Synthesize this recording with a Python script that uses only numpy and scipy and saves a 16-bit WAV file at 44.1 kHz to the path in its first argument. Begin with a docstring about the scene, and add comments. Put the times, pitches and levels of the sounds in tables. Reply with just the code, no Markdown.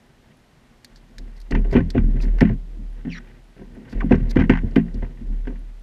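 """Knocks on the hull of a plastic kayak, heard inside a closed camera case fixed to it, are decaying hull modes.
Loose fittings chatter as judders of noise through the case resonances; the camera mount sways as a very low tone.
Dragged gear rumbles and rustles as lumpy filtered noise; small hard tackle gives bright noise clicks and brushes.
One squeak and one short skid are rough tones that fall in pitch.
Behind them lie a soft noise hiss of harbour air and camera, and faint, thin treble ticks."""
import sys
import numpy as np
from scipy import signal
from scipy.fft import rfft, irfft, next_fast_len
from scipy.io import wavfile
from scipy.ndimage import map_coordinates

SR = 44100
rng = np.random.default_rng(int(sys.argv[2]) if len(sys.argv) > 2 else 0)


def linear_from_db(decibels):
    """Turn decibels (scalar or array-like) into linear amplitude factors; 0 gives 1."""
    return 10 ** (np.asarray(decibels, float) / 20)


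def log_audio(samples):
    """Write samples as a 16-bit WAV file to the path given in sys.argv[1]."""
    # one column per channel
    frames = np.atleast_2d(samples).T
    # limit to full scale, then quantise
    limited = np.clip(frames, -1, 1)
    pcm = np.round(limited * 32767).astype(np.int16)
    wavfile.write(sys.argv[1], SR, pcm)


N = 257047

# ringing modes of the hull, relative levels: pitch_hz, level_db, t60_s
HULL_MODES = [(50.6, -1, 0.13), (80.9, -4, 0.25), (123.6, 1.5, 0.15), (170.3, -9, 0.35),
              (211.3, -3.5, 0.21), (245, 3.5, 0.095), (274, -8, 0.19), (330.6, -10, 0.11),
              (385.8, -1, 0.095), (498, -6, 0.08), (688, -13, 0.087), (878, -20.5, 0.082),
              (1077, -32, 0.19)]
# resonances of the camera case, relative levels: pitch_hz, width_hz, level_db
CASE_RESONANCES = [(892, 195, -2), (1544, 95, 2.5), (1830, 242, 3), (2075, 350, 0), (2357, 91, -1.5),
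                   (2820, 530, -8.5)]


def unit(x):
    """Scales a signal to rms 1."""
    return x / np.sqrt(np.mean(x ** 2) + 1e-20)


def along(points, hz):
    """Interpolates (Hz, value) points on a log frequency axis."""
    f, v = np.transpose(points)
    return np.interp(np.log(hz + 1), np.log(f + 1), v)


def curves(rows):
    """Draws one value per sample for each column after the time."""
    s, *columns = np.transpose(rows)
    return [np.interp(np.arange(N) / SR, s, column) for column in columns]


def wobble(rate):
    """A smooth random curve with rate knots a second."""
    knots = rng.standard_normal(int(N * rate / SR) + 4)
    return map_coordinates(knots, [np.arange(N) * rate / SR])


def filtered(x, response):
    """Filters x by a complex response of frequency."""
    size = next_fast_len(N + SR // 2)
    spectrum = rfft(x, size) * response(np.fft.rfftfreq(size, 1 / SR))
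    return irfft(spectrum, size)[:N]


def coloured(spectrum):
    """Noise of rms 1 with the given (Hz, dB) spectrum."""
    return unit(filtered(rng.standard_normal(N), lambda hz: linear_from_db(along(spectrum, hz))))


def resonant(peaks):
    """Response of parallel (Hz, width Hz, dB) resonances with alternating signs."""
    def response(f):
        total = 0
        for k, (centre, width, db) in enumerate(peaks):
            loss = 1j * f * width
            total = total + (-1) ** k * linear_from_db(db) * loss / (centre * centre - f * f + loss)
        return total
    return response


def bursts(times, level_db, rise, t60):
    """Envelope of short contacts: a quick rise and an exponential fall."""
    t = np.arange(SR // 8) / SR
    shape = (1 - np.exp(-t / rise)) * linear_from_db(-60 * t / t60)
    spikes = np.bincount(np.round(times * SR).astype(int), linear_from_db(level_db), N)[:N]
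    return np.abs(signal.fftconvolve(spikes, shape / shape.max())[:N])


def repeats(times, gap, count):
    """Each event and its repeats, one gap apart: times and repeat numbers."""
    k = np.arange(count)
    return (times[:, None] + gap * k).ravel(), np.tile(k, len(times))


def blows():
    """Each blow rebounds twice, usually weaker: rows (start_s, boom_db, deep_db, upper_db)."""
    # blows on the hull, levels before the trims of each layer; deep and upper are offsets of mode groups:
    # start_s, boom_db, deep_db, upper_db, loss_per_rebound_db
    blow_table = [(1.511, -15.5, -5.5, -1, 25), (1.541, -15, -2, -2.5, 5.5), (1.65, -31.5, -10, 4.5, 3),
                  (1.726, -18, 4, 5, 17.5), (1.753, -1.5, -6, -2.5, 11.5), (1.806, -16.5, 2.5, -25, 10),
                  (1.95, -14, -2, 2.5, 15), (1.967, -8.5, -2, -29, 17), (2.042, -22, 3.5, -22, 10.5),
                  (2.085, -20.5, -7, -25, 9.5), (2.146, -23, 0.5, -30, 10), (2.244, -24.5, -11, -19, 10),
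                  (2.415, -5, -8.5, -3, 17), (2.427, -3, -25, -16.5, 18), (2.497, -16, 2, -7, 12),
                  (2.771, -35, -6, -29, 2), (3.052, -22, -15, -11, 20), (3.07, -19.5, -11.5, -8.5, 15),
                  (3.566, -39, -32, -1, -3.5), (3.767, -35, -37, -3, 3), (3.929, -28, -2.5, -1.5, 1.5),
                  (4.023, -28.5, 0.5, 0.5, 16.5), (4.044, -12.5, -11, -21, 18),
                  (4.111, -3.5, -3.5, -0.5, 22.5), (4.136, -11, -13, -3, 25), (4.204, -22, 6, -30, 19),
                  (4.363, -6, -2, -3, 6), (4.391, -11, -5.5, -15, 5.5), (4.497, -2, -10, -5, 24),
                  (4.636, -19, 1.5, -11.5, 31), (4.765, -3.5, -12.5, -5.5, 19), (4.945, -21.5, -3, -9, 28),
                  (5.024, -27, 3, 4.5, 20), (5.217, -32.5, 0, -24, 7.5), (5.301, -31.5, -30, -17, 6),
                  (5.473, -23, -27, -0.5, 5.5)]
    rebound_gap_s, brighten_db = 0.024, 0.5  # each rebound is slightly stronger in the upper modes
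    s, k = repeats(np.transpose(blow_table)[0], rebound_gap_s, count=3)
    _, boom_db, deep_db, upper_db, loss_db = np.repeat(blow_table, 3, axis=0).T
    return np.transpose([s, boom_db - loss_db * k, deep_db, upper_db + brighten_db * k])


def knocks():
    """Each blow rings the decaying hull modes in its own shares, with slightly varied pitch and phase."""
    out = np.zeros(N + SR)
    t = np.arange(SR // 4) / SR
    hz, mode_db, t60 = np.transpose(HULL_MODES)[:, :, None]
    attack = (1 - np.exp(-t / 0.0018)) ** 2
    lead_s, trim_db = 0.0015, -1.5  # the soft attack begins a little early
    for s, boom_db, deep_db, upper_db in blows():
        size, detune, turn = rng.standard_normal((3, len(HULL_MODES), 1))
        group_db = np.where(hz < 145, deep_db, np.where(hz > 350, upper_db, 0))
        even = linear_from_db(mode_db + group_db)
        share = even * linear_from_db(2 * size)
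        share = share * np.linalg.norm(even) / np.linalg.norm(share)  # same summed mode power
        mode_hz = hz * (1 + 0.037 * detune)
        ring = share * linear_from_db(-60 * t / t60) * np.sin(2 * np.pi * mode_hz * t + 0.63 * turn)
        start = round((s - lead_s) * SR)
        out[start:][:len(t)] += linear_from_db(boom_db + trim_db) * attack * ring.sum(0)
    return out[:N]


def sway():
    """The mount swings as one slow, lopsided spring: pushes raise or damp it, then it fades."""
    # pushes on the camera mount: start_s, sway_rms_after_db, time_to_take_hold_s
    push_table = [(0.86, -46.5, 0.064), (1.117, -32.5, 0.091), (1.398, -34.5, 0.01), (1.499, -13.5, 0.043),
                  (1.71, -21.5, 0.04), (1.947, -13.5, 0.1), (2.201, -15, 0.1), (2.414, -26.5, 0.028),
                  (2.43, -22.5, 0.036), (2.58, -33.5, 0.09), (2.644, -29, 0.23), (3.548, -41.5, 0.12),
                  (3.68, -44, 0.093), (3.786, -51, .04), (3.928, -19.5, 0.038), (4.145, -18, 0.074),
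                  (4.35, -23.5, 0.045), (4.432, -21, 0.12), (4.888, -23, 0.1), (5.037, -35.5, 0.079),
                  (5.196, -20.5, 0.11)]
    rest_db, fade_db_per_s = -81, 35
    s, db, rise = np.transpose(push_table)
    held = s + rise
    before = np.append(rest_db, db[:-1] - fade_db_per_s * (s[1:] - held[:-1]))
    end = N / SR
    last = (end, db[-1] - fade_db_per_s * (end - held[-1]))
    level_db, = curves(sorted([*zip(s, before), *zip(held, db), last]))
    phase = 2 * np.pi * np.cumsum(36.9 + 0.86 * wobble(5)) / SR
    lopsided = np.sin(phase) + 0.064 * np.sin(2 * phase + 0.62)
    return np.sqrt(2) * linear_from_db(level_db) * lopsided


def chatter():
    """Loose fittings scrape the shell for milliseconds and ring the case; hull blows shake them too."""
    # contacts of fittings, levels before the body and edge gains: start_s, peak_db, loss_per_bounce_db
    contact_table = [(1.505, -36, 24), (1.52, -24.5, 20), (1.549, -17.5, 20.5), (1.645, -39.5, 20),
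                     (1.71, -38.5, 4), (1.725, -31.5, 16), (1.739, -25.5, 26), (1.763, -21.5, 6),
                     (1.944, -35.5, 5), (1.977, -25.5, 21.5), (2.201, -38.5, 19), (2.229, -34.5, 7.5),
                     (2.306, -42.5, 14), (2.383, -30, 12), (2.407, -10.5, 19), (2.45, -28.5, 6),
                     (2.488, -33, 11), (3.049, -37.5, 6.5), (3.924, -35.5, 24), (3.969, -47, 21),
                     (4.004, -26.5, 25), (4.107, -28, 21), (4.119, -19, 13), (4.308, -34.5, 4),
                     (4.355, -25.5, 33), (4.367, -20.5, 7.5), (4.397, -19, 5.5), (4.495, -9.5, 33),
                     (4.52, -22, 25), (4.532, -21, 2), (4.587, -31.5, 20), (4.758, -15, 22),
                     (4.787, -29, 23), (4.879, -41, 29), (5.021, -36, 4.5), (5.47, -30.5, 43),
                     (5.556, -46, 15)]
    # bright edge of a contact: pitch_hz, level_db
    edge_spectrum = [(3000, -14), (3800, 6), (5000, 0), (6500, -2.5), (9000, -30), (13000, -39.5)]
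    bounce_gap_s, muffle_hz = 0.02, 3630  # the case passes little of a scrape above this
    s, k = repeats(np.transpose(contact_table)[0], bounce_gap_s, count=3)
    _, db, loss_db = np.repeat(contact_table, 3, axis=0).T
    blow_s, boom_db, _, upper_db = blows().T
    shake = bursts(s, db - loss_db * k, 0.001, 0.047)
    shake = shake + bursts(blow_s, boom_db + upper_db - 26, 0.0032, 0.12)
    shake = shake * linear_from_db(2.44 * wobble(250))  # the contact judders
    scrape = rng.standard_normal(N)

    def muffled(peaks):
        return lambda f: resonant(peaks)(f) / (1 + (f / muffle_hz) ** 6)

    body = 0
    for pair in np.split(np.array(CASE_RESONANCES), 3):  # pairs of resonances waver apart
        body = body + filtered(shake * linear_from_db(1.5 * wobble(30)) * scrape, muffled(pair))
    body = body / np.std(filtered(scrape, muffled(CASE_RESONANCES)))
    return linear_from_db(-7.0) * body + linear_from_db(-34.0) * shake * coloured(edge_spectrum)


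def drag():
    """Gear sliding over the deck excites hull and case in uneven, lumpy slips."""
    # drag over time: time_s, pressure_db (level of the hull rumble), rustle_db (case, relative to the rumble)
    drag_table = [(1.08, -57.5, -11), (1.2, -46, -19), (1.45, -61.5, -8.5), (1.6, -42.5, -20.5),
                  (2.3, -35, -19.5), (2.6, -51, -23.5), (3.3, -49, -8.5), (3.4, -53.5, -15.5),
                  (3.557, -62, -11), (3.568, -47.5, -6.5), (3.64, -50, -11.5), (3.68, -48, -19.5),
                  (3.9, -43.5, -9), (4.3, -33.5, -21.5), (5.08, -43, -22), (5.14, -45, -18),
                  (5.46, -48, -16), (5.6, -49.5, -15.5), (5.83, -63.5, -10)]
    pressure_db, rustle_db = curves(drag_table)
    slips = wobble(40)
    # mode widths follow from the decay times; upper modes are 5 dB weaker here
    hull = resonant([(hz, 5.4 / t60, db - (5.0 if hz > 350 else 0)) for hz, db, t60 in HULL_MODES])
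    rumble = unit(filtered(linear_from_db(2 * slips) * rng.standard_normal(N), hull))
    case_slips = linear_from_db(2.9 * slips + 2.9 * wobble(150))
    rustle = unit(filtered(case_slips * rng.standard_normal(N), resonant(CASE_RESONANCES)))
    return linear_from_db(pressure_db) * (rumble + linear_from_db(rustle_db) * rustle)


def clicks():
    """Small hard tackle ticks and brushes: short noise with a body and a quicker bright top."""
    # clicks, levels before the trims below: start_s, peak_db, top_db (relative to the peak)
    click_table = [(0.846, -34.5, -10.5), (0.959, -45.5, -21), (1.1827, -35, -17.5), (1.402, -49.5, -4),
                   (1.4147, -47.5, -8), (1.51, -34.5, -23), (1.903, -31.5, -16), (2.223, -43, -27),
                   (2.261, -53, -4), (2.385, -49, -15), (2.407, -30.5, -15.5), (4.109, -50.5, -10),
                   (4.357, -51, -9), (4.154, -47, -18), (4.418, -56.5, -7), (4.497, -39.5, -11.5),
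                   (4.71, -54, -25), (4.76, -43, -8), (4.9427, -47, -29)]
    # body spectrum of the tackle: pitch_hz, level_db
    body_spectrum = [(760, -62), (1300, -41), (1600, 2.5), (3040, -12), (3320, -1.5), (4520, 5.5),
                     (9000, -15.5), (11700, -49.5), (19800, -120)]
    s, db, top_db = np.transpose(click_table)
    top = coloured([(6500, -30.0), (8500, 4.5), (12000, 5.5), (14500, -1.5), (15800, -37.0)])
    brush = brushes()
    body_level = bursts(s, db - 2.5, 0.0001, 0.033) + brush
    top_level = bursts(s, db + top_db - 3.5, 0.00039, 0.015) + linear_from_db(-16.5) * brush
    return body_level * coloured(body_spectrum) + top_level * top


def brushes():
    """Tackle brushes past something: envelope of short grainy scrapes that swell and fade."""
    # brushes: middle_s, length_s, level_db (before the grain)
    brush_table = [(0.978, .04, -62.5), (1.373, 0.035, -60), (1.729, 0.063, -50.5), (2.226, 0.075, -51),
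                   (3.917, 0.068, -57.5), (4.308, 0.036, -42)]
    t = np.arange(N) / SR
    swell = 0
    for middle, length, db in brush_table:
        swell = swell + linear_from_db(db) * np.cos(np.pi * np.clip((t - middle) / length, -0.5, 0.5)) ** 2
    return swell * linear_from_db(3.5 * wobble(160))


def squeak():
    """A rubbed line squeaks as it slackens: rough, breathy stick-slip, swelling as its pitch falls."""
    start_s, length_s, attack_s, release_s = 3.088, 0.104, 0.031, 0.006
    taut_hz, slack_hz, slacken_s = 3400, 1200, 0.062  # falls from taut towards slack
    gate_db, swell_db = -42, 2.5
    t = np.arange(N) / SR - start_s
    hz = slack_hz + (taut_hz - slack_hz) * np.exp(-np.clip(t, 0, length_s) / slacken_s)
    phase = 2 * np.pi * np.cumsum(hz * (1 + 0.025 * wobble(60))) / SR
    grip = linear_from_db(3 * wobble(500) + 2.6 * wobble(110))
    tone = grip * np.sin(phase + 1.2 * wobble(600))
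    overtone = linear_from_db(3 * wobble(300)) * np.sin(2 * phase + 1.3 * wobble(600))
    edges = np.clip(np.minimum(t / attack_s, (length_s - t) / release_s), 0, 1)
    gate = edges * linear_from_db(gate_db + swell_db * np.clip(t / length_s, 0, 1))
    # small fixed parts ring at steady pitches
    parts = unit(filtered(rng.standard_normal(N), resonant([(5670, 86, 8.5), (7000, 430, -11.0)])))
    rasp = coloured([(1200, -27.5), (1700, 6.5), (2900, 4.5), (5500, -4), (9000, -45)])
    direct = gate * (1.36 * tone + linear_from_db(-18.5) * parts + linear_from_db(-11) * rasp)
    # the overtone is loudest on one broad resonance
    upper = filtered(gate * overtone, resonant([(4200, 400, -2.9)]))
    case_ring = 0.3 * filtered(gate * tone, resonant(CASE_RESONANCES))
    return direct + upper + case_ring


def skid():
    """A hard edge skids over the deck: a rough tone of slips whose rate falls as the edge slows."""
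    start_s, level_db, fade_db_per_s = 4.003, -30.5, 147.5
    start_hz, end_hz, slows_s = 2400, 250, 0.02
    t = np.clip(np.arange(N) / SR - start_s, 0, None)
    hz = end_hz + (start_hz - end_hz) * np.exp(-t / slows_s)
    phase = 2 * np.pi * np.cumsum(hz * (1 + 0.12 * wobble(90))) / SR
    slips = linear_from_db(3 * wobble(400)) * np.sin(phase + 1.6 * wobble(500))
    fade = linear_from_db(level_db - fade_db_per_s * t - 60 * (t / 0.09) ** 4)  # the last term ends it firmly
    return (1 - np.exp(-t / 0.003)) * fade * slips


def ticks():
    """Faint, short, thin treble noise ticks on random beats of a steady grid, about ten beats a second."""
    tick_share = 0.27  # chance that a beat ticks
    s = np.arange(0.062, N / SR, 0.1024)
    s = s[rng.random(len(s)) < tick_share]
    thin = coloured([(7000, -26.0), (10000, 13.0), (13000, -11), (15000, -19)])
    return bursts(s, np.full(len(s), -66.0), 0.0015, 0.013) * thin


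def hiss():
    """Steady noise of harbour air and camera that breathes a little."""
    # hiss spectrum, relative levels: pitch_hz, level_db
    hiss_spectrum = [(15, -22.5), (25, 8), (413, -7), (541, -10), (587, -7), (1060, -13), (3580, -19),
                     (13100, -34), (15300, -50), (16000, -92)]
    level_db = -56.5
    return linear_from_db(level_db + 0.16 * wobble(1.3)) * coloured(hiss_spectrum)


def scene():
    """Sums every source at one microphone."""
    handling = knocks() + sway() + chatter() + drag() + clicks() + squeak() + skid()
    return (handling + ticks() + hiss())[None]


def top_cut(x):
    """Nothing passes above the cut-off."""
    return signal.sosfilt(signal.butter(12, 15930, fs=SR, output="sos"), x)


def record(dry):
    """A soft limit rounds off the hardest peaks below full scale."""
    mix = dry / (1 + np.abs(dry) ** 6) ** (1 / 6)
    return top_cut(mix)


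dry = scene()
out = record(dry)
log_audio(out)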